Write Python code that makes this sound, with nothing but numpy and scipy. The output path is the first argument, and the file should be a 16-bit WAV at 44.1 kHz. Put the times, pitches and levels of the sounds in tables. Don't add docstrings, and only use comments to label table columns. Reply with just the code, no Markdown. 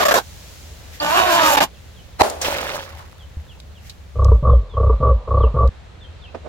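import sys
import numpy as np
from scipy import signal
from scipy.fft import rfft, irfft, next_fast_len
from scipy.io import wavfile
from scipy.ndimage import uniform_filter1d

SR = 44100
rng = np.random.default_rng(int(sys.argv[2]) if len(sys.argv) > 2 else 0)


def wav_out(sig):
    wavfile.write(sys.argv[1], SR, np.round(np.clip(np.atleast_2d(sig).T, -1, 1) * 32767).astype(np.int16))


N = 285768
T = np.arange(N) / SR

# (frequency [Hz], relative level [dB])
HISS_SPECTRUM = [(1800, -5), (3000, -9.5), (4500, -11), (6900, -11.5), (9400, -20.5), (14000, -14),
                 (16000, -30)]


def scrape(flutter_db=3, alike=0.51, grit_db=-13, groan_db=2.5, sing_db=-5):
    # (time [s], resonance [Hz], pressure gain [dB])
    contact = [(1.03, 750, -1.5), (1.19, 1130, 2), (1.25, 700, -3), (1.33, 675, 0.5), (1.39, 980, 0),
               (1.47, 1200, 1.5), (1.51, 860, -.5)]
    # (frequency [Hz], relative level [dB])
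    neck = [(170, -7), (420, 2), (650, 0), (850, -4), (1150, -0.5), (1760, 0), (2000, -22), (3600, -15)]
    # (frequency [Hz], relative level [dB])
    belly = [(170, -1), (400, -5), (650, 0.5), (1200, -1.5), (1750, -3), (2000, -12.5), (2900, -2),
             (3800, -12.5)]
    body = lambda x: steady(np.where(T < .5, colour(x, neck), colour(x, belly)))
    rasp_gain, hiss_gain, slip_hz, scatter, depth = fork_motion()
    times_s, *columns = np.transpose(contact)
    contact_hz, pressure_db = (np.interp(T, times_s, column) for column in columns)
    turns = np.cumsum(slip_hz * np.exp(scatter * drift(300))) / SR
    even_turns = np.cumsum(slip_hz * np.exp(scatter / 3 * drift(300))) / SR
    tines = groan(even_turns) + from_db(-4) * depth * groan(.9 * even_turns)
    slips = np.diff(np.floor(turns), prepend=0) * from_db(flutter_db * rng.standard_normal(N))
    puffs = rms_one(0.82 + np.exp(-4 * (turns % 1)))
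    slips = steady(sum(smear(slips, .0025, alike) * drift(14) for path in range(3)))
    friction = slips + (from_db(grit_db) + scatter) * noise(alike) * puffs
    skin = body(friction) + from_db(groan_db) * np.exp(-scatter / .15) * body(tines)
    sing = steady(resonate(skin, contact_hz, width_hz=220))
    rasp = steady(steady(skin) + from_db(sing_db) * sing, size=600)
    hiss = colour(smear(slips, .0015, 0) + 2 * noise(0) * puffs, HISS_SPECTRUM)
    hiss = steady(patchy(hiss, depth_db=4.2, per_s=28))
    tine_tick = from_db(-16) * ring(click(1.001), hz=4560, t60_s=0.042)
    return catches() * from_db(pressure_db) * (rasp_gain * rasp + hiss_gain * hiss) + tine_tick


def fork_motion(bite_s=.075, glide_hz=298, sag_hz_per_s=255, hand_waver=.008):
    # (start [s], bite [s], lift [s], rasp [dB], hiss [dB], slip rate at bite [Hz], timing scatter [0-1])
    strokes = [(-.03, 0, .186, -13.5, -20, 585, .13), (.998, 1.18, 1.637, -14, -20.5, 380, 0.06)]
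    rasp, hiss, slip_hz, scatter = np.zeros((4, N))
    for start, bite, lift, rasp_db, hiss_db, bite_hz, unevenness in strokes:
        contact = held(start, lift, attack_s=0.023, release_db_per_s=798)
        depth = np.clip(1 + (T - bite) / bite_s, 0, 1)
        to_lift_s = np.maximum(lift - T, 0)
        rasp += contact * from_db(rasp_db - 4.5 * (1 - depth))
        hiss += contact * from_db(hiss_db - 11 * (to_lift_s / 0.66) ** 2)
        hz = glide_hz + (bite_hz - glide_hz) * depth - sag_hz_per_s * (np.clip(T, bite, lift) - bite)
        rough = unevenness + .06 * np.exp(-((T - bite) / bite_s * 2) ** 2) + .2 * np.exp(-to_lift_s / .04)
        slip_hz, scatter = np.where(T >= start, [hz, rough], [slip_hz, scatter])
    return rasp, hiss, slip_hz * np.exp(hand_waver * drift(30)), scatter, depth


def catches(catch_s=0.0088, rebound_db=3, rebound_s=0.022):
    # (time of release [s], dip before it [dB])
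    snags = [(0.052, 12.5), (.083, 11), (.11, 9), (.14, 13.5), (1.57, 14), (1.604, 18)]
    db = sum(np.where(T < s, -dip_db * np.exp(-((T - s) / catch_s) ** 2),
                      rebound_db * np.exp(-((T - s) / rebound_s) ** 2)) for s, dip_db in snags)
    return uniform_filter1d(from_db(db), size=60)


def groan(turns):
    return steady(sum(min(k / 2, 1) * np.sin(2 * np.pi * k * turns) * from_db(3 * drift(25))
                      for k in range(1, 7)))


def pop(pop_s=2.2155, pop_db=-4, spray_db=-16, mist_db=-33):
    # (time [s], rms level [dB], rise [s], decay [s])
    jerks = [(2.1995, -16.5, 0.0032, 0.0038), (2.2115, -4, 0.0047, 0.001), (2.2185, 1, 0.00148, 0.0015)]
    # (frequency [Hz], relative level [dB])
    rip_spectrum = [(40, -20.5), (300, -15.5), (749, -2.5), (1550, -13.5), (2900, -19.5), (3670, -29),
                    (4030, -12), (4750, -25), (13000, -35.5), (16000, -41)]
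    # (frequency [Hz], level re pop_db [dB], t60 [s])
    modes = [(630, 4, 0.036)]
    # (frequency [Hz], relative level [dB])
    spray_spectrum = [(200, -17), (450, -6.5), (700, -2.5), (1050, -12), (2200, -22), (7000, -27),
                      (16000, -36.5)]
    rip = colour(noise(0.293) * bursts(jerks), rip_spectrum)
    cavity = sum(from_db(pop_db + db) * ring(-click(pop_s), hz, t60_s) for hz, db, t60_s in modes)
    spray = bursts([(2.236, spray_db, 0.0069, 0.038), (2.26, mist_db, .02, 0.29)])
    spray *= np.clip((2.9 - T) / 0.296, 0, 1)
    return rip + cavity + colour(noise(0.19) * spray, spray_spectrum)


def wobble(release_s=.164, stop_s=.108, out_judder_s=.0312, back_judder_s=.0215, halt_s=5.69):
    # (outward start [s], return start [s], swing [dB], outward judder gain [dB], its first kick [dB])
    rocks = [(4.154, 4.426, -2, -3, -10), (4.735, 5.002, -5.5, 0, -14), (5.274, 5.541, -5.5, 0, -4)]
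    # (frequency [Hz], level [dB], t60 [s])
    thunk = [(444, -12.5, 0.085), (977, -21, .05)]
    water, kicks, releases, turns, stops, stretch = np.zeros((6, N))
    for out_s, back_s, db, out_db, first_db in rocks:
        outward = swing(out_s, release_s, out_judder_s, grow_s=0.08)
        back = swing(back_s, stop_s, back_judder_s, grow_s=0.058)
        water += from_db(db) * (outward + back)
        kicks += from_db(out_db) * judder_run(out_s, out_judder_s, first_db, count=7)
        kicks += judder_run(back_s, back_judder_s, first_db=-5.25, count=6)
        releases += click(out_s + release_s)
        turns += click(back_s)
        stops += click(back_s + stop_s)
        pull = np.minimum((T - out_s) / release_s, 1) - np.clip((T - back_s) / stop_s, 0, 1) / 2
        stretch = np.where(T >= out_s, pull, stretch)
    knocks = sum(from_db(db) * ring(releases, hz, t60_s) for hz, db, t60_s in thunk)
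    knocks += from_db(-14) * ring(turns, hz=135, t60_s=0.12)
    knocks += from_db(-16) * ring(stops, hz=540, t60_s=0.085)
    churn = np.sqrt(np.abs(uniform_filter1d(water ** 2, size=3000)))
    slosh = from_db(-14) * churn * steady(ring(rng.standard_normal(N), hz=82, t60_s=.1))
    body = (water + slosh + judder(kicks, stretch) + knocks) * np.exp(-np.maximum(T - halt_s, 0) / 0.0024)
    return signal.sosfilt(signal.butter(8, 1400, fs=SR, output="sos"), body)


def swing(start_s, free_s, judder_s, grow_s, water_hz=65.93, settle_s=0.059, drag=0.34, check=0.42):
    t = T[:SR // 2]
    after_s = np.maximum(t - free_s, 0)
    grip = np.cos(2 * np.pi * t / judder_s) * (t < free_s)
    hz = water_hz * (1 - drag * grip) * np.exp(-3.2 * after_s)
    settle = np.maximum(np.exp(-(after_s / settle_s) ** 2), from_db(-21) * np.exp(-after_s / 0.11))
    height = (1 - np.exp(-t / grow_s)) * settle
    height *= 1 - check * uniform_filter1d((1 + grip) / 2 * (t < free_s), size=300)
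    return np.pad(height * sine(hz), (int(start_s * SR), N))[:N]


def judder_run(start_s, period_s, first_db, count, firm_db=-10, fade_db=-10.5, uneven_db=1.2):
    db = firm_db + fade_db * np.maximum(np.linspace(-1, 1, count), 0) ** 3
    db += uneven_db * rng.standard_normal(count)
    db[0] += first_db
    return sum(from_db(db[k]) * click(start_s + k * period_s) for k in range(count))


def judder(kicks, stretch, slide_s=.0225, hum_db=-16, rub_db=-12, squeal_db=-8):
    # (frequency [Hz], relative level [dB])
    rub_spectrum = [(200, -9), (330, -19), (450, -1.5), (590, 1), (740, -19.5), (1000, -15.5), (1160, 2),
                    (1290, -19.5)]
    # (slack pitch [Hz], taut pitch [Hz], waver [fraction])
    tones = [(464.4, 520, 0.0703), (1111, 1165, 0.0202)]
    t = T[:SR // 2]
    shape = (1 - np.exp(-t / 0.003)) * (np.exp(-(t / slide_s) ** 4) + from_db(-22) * np.exp(-t / 0.09))
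    slide = signal.fftconvolve(kicks, shape)[:N]
    rub = steady(colour(rng.standard_normal(N), rub_spectrum), size=500)
    hum, squeal = (sine((slack_hz + (taut_hz - slack_hz) * stretch) * (1 + waver * drift(150)))
                   for slack_hz, taut_hz, waver in tones)
    squeal *= slide / slide.max()
    return slide * (from_db(rub_db) * rub + from_db(hum_db) * hum + from_db(squeal_db) * squeal)


def splash(start_s=2.405, end_s=2.76, sag_db_per_s=23.5, wash_db=-9, bubble_db=1, drum_db=-2):
    flow = held(start_s, end_s, attack_s=0.034, release_db_per_s=84)
    flow *= from_db(-25.5 - sag_db_per_s * (np.clip(T, start_s, end_s) - start_s))
    slaps = steady(spread(patter(2200, 2.2), patter(2200, 2.2), .45)) + from_db(wash_db) * noise(0)
    drum = steady(ring(rng.standard_normal(N), hz=558, t60_s=0.053))
    # (frequency [Hz], relative level [dB])
    spectrum = [(300, -21.5), (550, -16), (1750, -14), (5500, -19.5), (9500, -29), (15000, -26.5)]
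    slaps = patchy(colour(slaps, spectrum), depth_db=4, per_s=70)
    return flow * (slaps + from_db(bubble_db) * bubbles(30) + from_db(drum_db) * drum)


def bubbles(per_size_per_s, cycles=13):
    return rms_one(sum(pan(ring(patter(per_size_per_s, 3.5), hz, cycles / hz), rng.normal(0, 4))
                       for hz in np.geomspace(800, 3800, num=16)))


def drops_and_ticks():
    # (time [s], peak level [dB], band centre [Hz], t60 [s])
    impacts = [(2.299, -13, 6600, 0.02), (2.415, -12.5, 5870, 0.098), (2.446, -11, 2870, 0.091),
               (2.692, -17, 2000, 0.032), (2.992, -30, 980, 0.24), (3.601, -29.5, 3730, 0.023),
               (3.896, -26, 4100, 0.066), (4.246, -20, 5040, 0.014), (5.675, -33, 4000, .03)]
    # (time [s], peak level [dB], frequency [Hz], t60 [s])
    plops = [(2.745, -20, 600, 0.063), (3.37, -19, 76.4, 0.15)]
    out, t = np.zeros((2, N)), T[:SR // 10]
    for s, db, hz, t60_s in impacts:
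        band = signal.butter(1, [hz / 1.17, hz * 1.175], "band", fs=SR, output="sos")
        burst = signal.sosfilt(band, rng.standard_normal((2, len(t))) * from_db(-60 * t / t60_s))
        out[:, int(s * SR):int(s * SR) + len(t)] += from_db(db) * burst / np.abs(burst).max()
    return out + sum(from_db(db) * ring(click(s), hz, t60_s) for s, db, hz, t60_s in plops)


def drips():
    spatter = colour(rms_one(smear(patter(120, 2), .003, 0)), HISS_SPECTRUM)
    return bursts([(2.95, -50, .1, 0.29)]) * (bubbles(4) + spatter)


def fingers():
    # (frequency [Hz], relative level [dB])
    spectrum = [(180, -4), (320, -2.5), (560, 4), (1000, -9.5), (2500, -25.5), (7000, -40.5)]
    # (time [s], rms level [dB], rise [s], decay [s])
    brushes = [(6.349, -23.5, 0.0025, 0.012), (6.465, -31, 0.012, 0.017)]
    rub = bursts([(5.5, -43.5, 0.5, 0.05)]) * resonate(colour(noise(.5), spectrum), hz=990, width_hz=150)
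    return rub + bursts(brushes) * colour(noise(0.46), spectrum)


def swishes(rise_s=0.035, decay_s=0.044):
    # (time [s], rms level [dB])
    swells = [(.95, -41), (3.87, -46)]
    return bursts([(s, db, rise_s, decay_s) for s, db in swells]) * colour(noise(0), HISS_SPECTRUM)


def bird(top_hz=3710, note_s=0.082, lead_s=0.017, lead_db=-13, echo_db=-2):
    # (time [s], end pitch [Hz], level [dB])
    calls = [(1.72, 2620, -55), (1.94, 3050, -52), (4.48, 3210, -55), (3.178, 2970, -51),
             (3.474, 2600, -46), (3.733, 2680, -51), (4.688, 3200, -49.5), (5.4, 2650, -46),
             (6.0, 3100, -47), (6.217, 2600, -42.5)]
    out, lead_hz = np.zeros(N), 1.27 * top_hz
    for s, last_hz, db in calls:
        lead = whistle(s - lead_s, lead_s, lead_hz, lead_hz * 0.87)
        out += from_db(db) * (from_db(lead_db) * lead + whistle(s, note_s, top_hz, last_hz))
    out *= from_db(3 * drift(120))
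    return out + from_db(echo_db) * smear(out, decay_s=.03, alike=0)


def whistle(start_s, length_s, first_hz, last_hz, waver=0.018):
    u = np.linspace(0, 1, int(length_s * SR))
    hz = first_hz + (last_hz - first_hz) * np.sin(np.pi / 2 * np.minimum(u / .8, 1)) ** 1.8
    hz *= 1 + waver * np.interp(u, np.linspace(0, 1, num=14), rng.standard_normal(14))
    return np.pad(np.sin(np.pi * u) * sine(hz), (int(start_s * SR), N))[:N]


def garden(rumble_db=-41, air_db=-47.5, dip_s=3.42, hiss_floor_db=-73.5):
    # (frequency [Hz], relative level [dB])
    rumble_spectrum = [(22, -25), (75, -1.5), (110, -14.5), (200, -22.5)]
    # (frequency [Hz], relative level [dB])
    air_spectrum = [(150, -9.5), (300, -8.5), (520, -5), (1000, -11.5), (4000, -17), (5000, -25),
                    (7200, -29)]
    # (frequency [Hz], relative level [dB])
    leaf_spectrum = [(1500, -5), (4000, 0), (7000, 0), (8500, -7), (16000, -8)]
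    # (start [s], end [s], level [dB])
    spells = [(0, 0.547, -46), (1.69, 4.32, -62)]
    hiss = sum(from_db(db) * held(start, end, 0.11, release_db_per_s=11.5) for start, end, db in spells)
    hiss = hiss * np.clip((4.47 - T) / 0.11, 0, 1) + from_db(hiss_floor_db)
    air = patchy(colour(noise(0.2), air_spectrum), depth_db=1.5, per_s=7)
    air *= from_db(air_db - 4.5 * np.exp(-((T - dip_s) / 1.88) ** 2))
    rumble = from_db(rumble_db) * colour(noise(0.73), rumble_spectrum)
    return rumble + air + hiss * colour(noise(.05), leaf_spectrum)


def from_db(db):
    return 10 ** (np.asarray(db) / 20)


def rms_one(x):
    return x / np.sqrt(np.mean(x ** 2) + 1e-20)


def steady(x, size=1400):
    power = uniform_filter1d(np.mean(np.atleast_2d(x) ** 2, axis=0), size)
    return x / np.sqrt(np.abs(power) + 1e-12)


def sine(hz):
    return np.sin(2 * np.pi * np.cumsum(hz) / SR)


def click(s):
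    return signal.unit_impulse(N, int(s * SR))


def patter(per_s, size_db):
    hits = (rng.random(N) < per_s / SR) * rng.choice([-1, 1], N)
    return hits * from_db(size_db * np.minimum(rng.exponential(1, N), 4))


def noise(alike):
    return spread(*rng.standard_normal((2, N)), alike)


def drift(per_s):
    return np.interp(T * per_s, np.arange(4096), rng.standard_normal(4096))


def bursts(rows):
    return sum(from_db(db) * np.exp(-np.minimum(np.maximum((s - T) / rise_s, (T - s) / decay_s), 40))
               for s, db, rise_s, decay_s in rows)


def held(start_s, end_s, attack_s, release_db_per_s):
    return np.clip((T - start_s) / attack_s, 0, 1) * from_db(-release_db_per_s * np.maximum(T - end_s, 0))


def colour(x, spectrum):
    size = next_fast_len(N + 8192, True)
    hz, db = np.transpose(spectrum)
    octave, points = np.log2(np.maximum(np.arange(size // 2 + 1) * SR / size, 1)), np.log2(hz)
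    skirt_db = -24 * np.abs(octave - np.clip(octave, points[0], points[-1]))
    gain = rms_one(from_db(np.interp(octave, points, db) + skirt_db))
    cepstrum = irfft(np.log(gain + 1e-6), size)
    cepstrum[1:size // 2] *= 2
    cepstrum[size // 2 + 1:] = 0
    return irfft(rfft(x, size) * np.exp(rfft(cepstrum)), size)[..., :N]


def ring(x, hz, t60_s):
    r, w = from_db(-60 / (t60_s * SR)), 2 * np.pi * hz / SR
    return signal.lfilter([0, np.sin(w)], [1, -2 * r * np.cos(w), r * r], x + 1e-18)


def resonate(x, hz, width_hz):
    turn = np.exp(2j * np.pi * np.cumsum(hz * np.ones(N)) / SR)
    return rms_one((signal.lfilter([1], [1, -np.exp(-np.pi * width_hz / SR)], x / turn) * turn).real)


def patchy(x, depth_db, per_s):
    edges_hz = 500 * 2 ** (np.arange(8) / 2)
    below = [signal.sosfiltfilt(signal.butter(3, hz, fs=SR, output="sos"), x) for hz in edges_hz]
    return sum(band * from_db(depth_db * drift(per_s)) for band in np.diff([0 * x, *below, x], axis=0))


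def smear(x, decay_s, alike):
    paths = (noise(alike) * np.exp(-T / decay_s))[:, :SR // 2]
    return signal.fftconvolve(np.atleast_2d(x), paths / np.sqrt(np.sum(paths ** 2) / 2), axes=1)[:, :N]


def spread(mid, side, alike):
    return np.sqrt((1 + alike) / 2) * mid + np.sqrt((1 - alike) / 2) * np.array([side, -side])


def pan(x, left_db):
    return x * from_db([[left_db / 2], [-left_db / 2]])


def ports(x, corner_hz=1300):
    k = np.exp(-2 * np.pi * corner_hz / SR)
    return np.array([x[0], signal.lfilter([-k, 1], [1, -k], x[1])])


def scene():
    close = ports(pan(scrape(), -2.1) + pop() + pan(splash(), -2.7))
    small = drops_and_ticks() + drips() + swishes()
    return close + small + wobble() + pan(fingers(), -7.0) + bird() + garden()


def record(dry):
    return signal.sosfilt(signal.cheby2(16, 70, 16900, fs=SR, output="sos"), np.clip(dry, -1, 1))


dry = scene()
out = record(dry)
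wav_out(out)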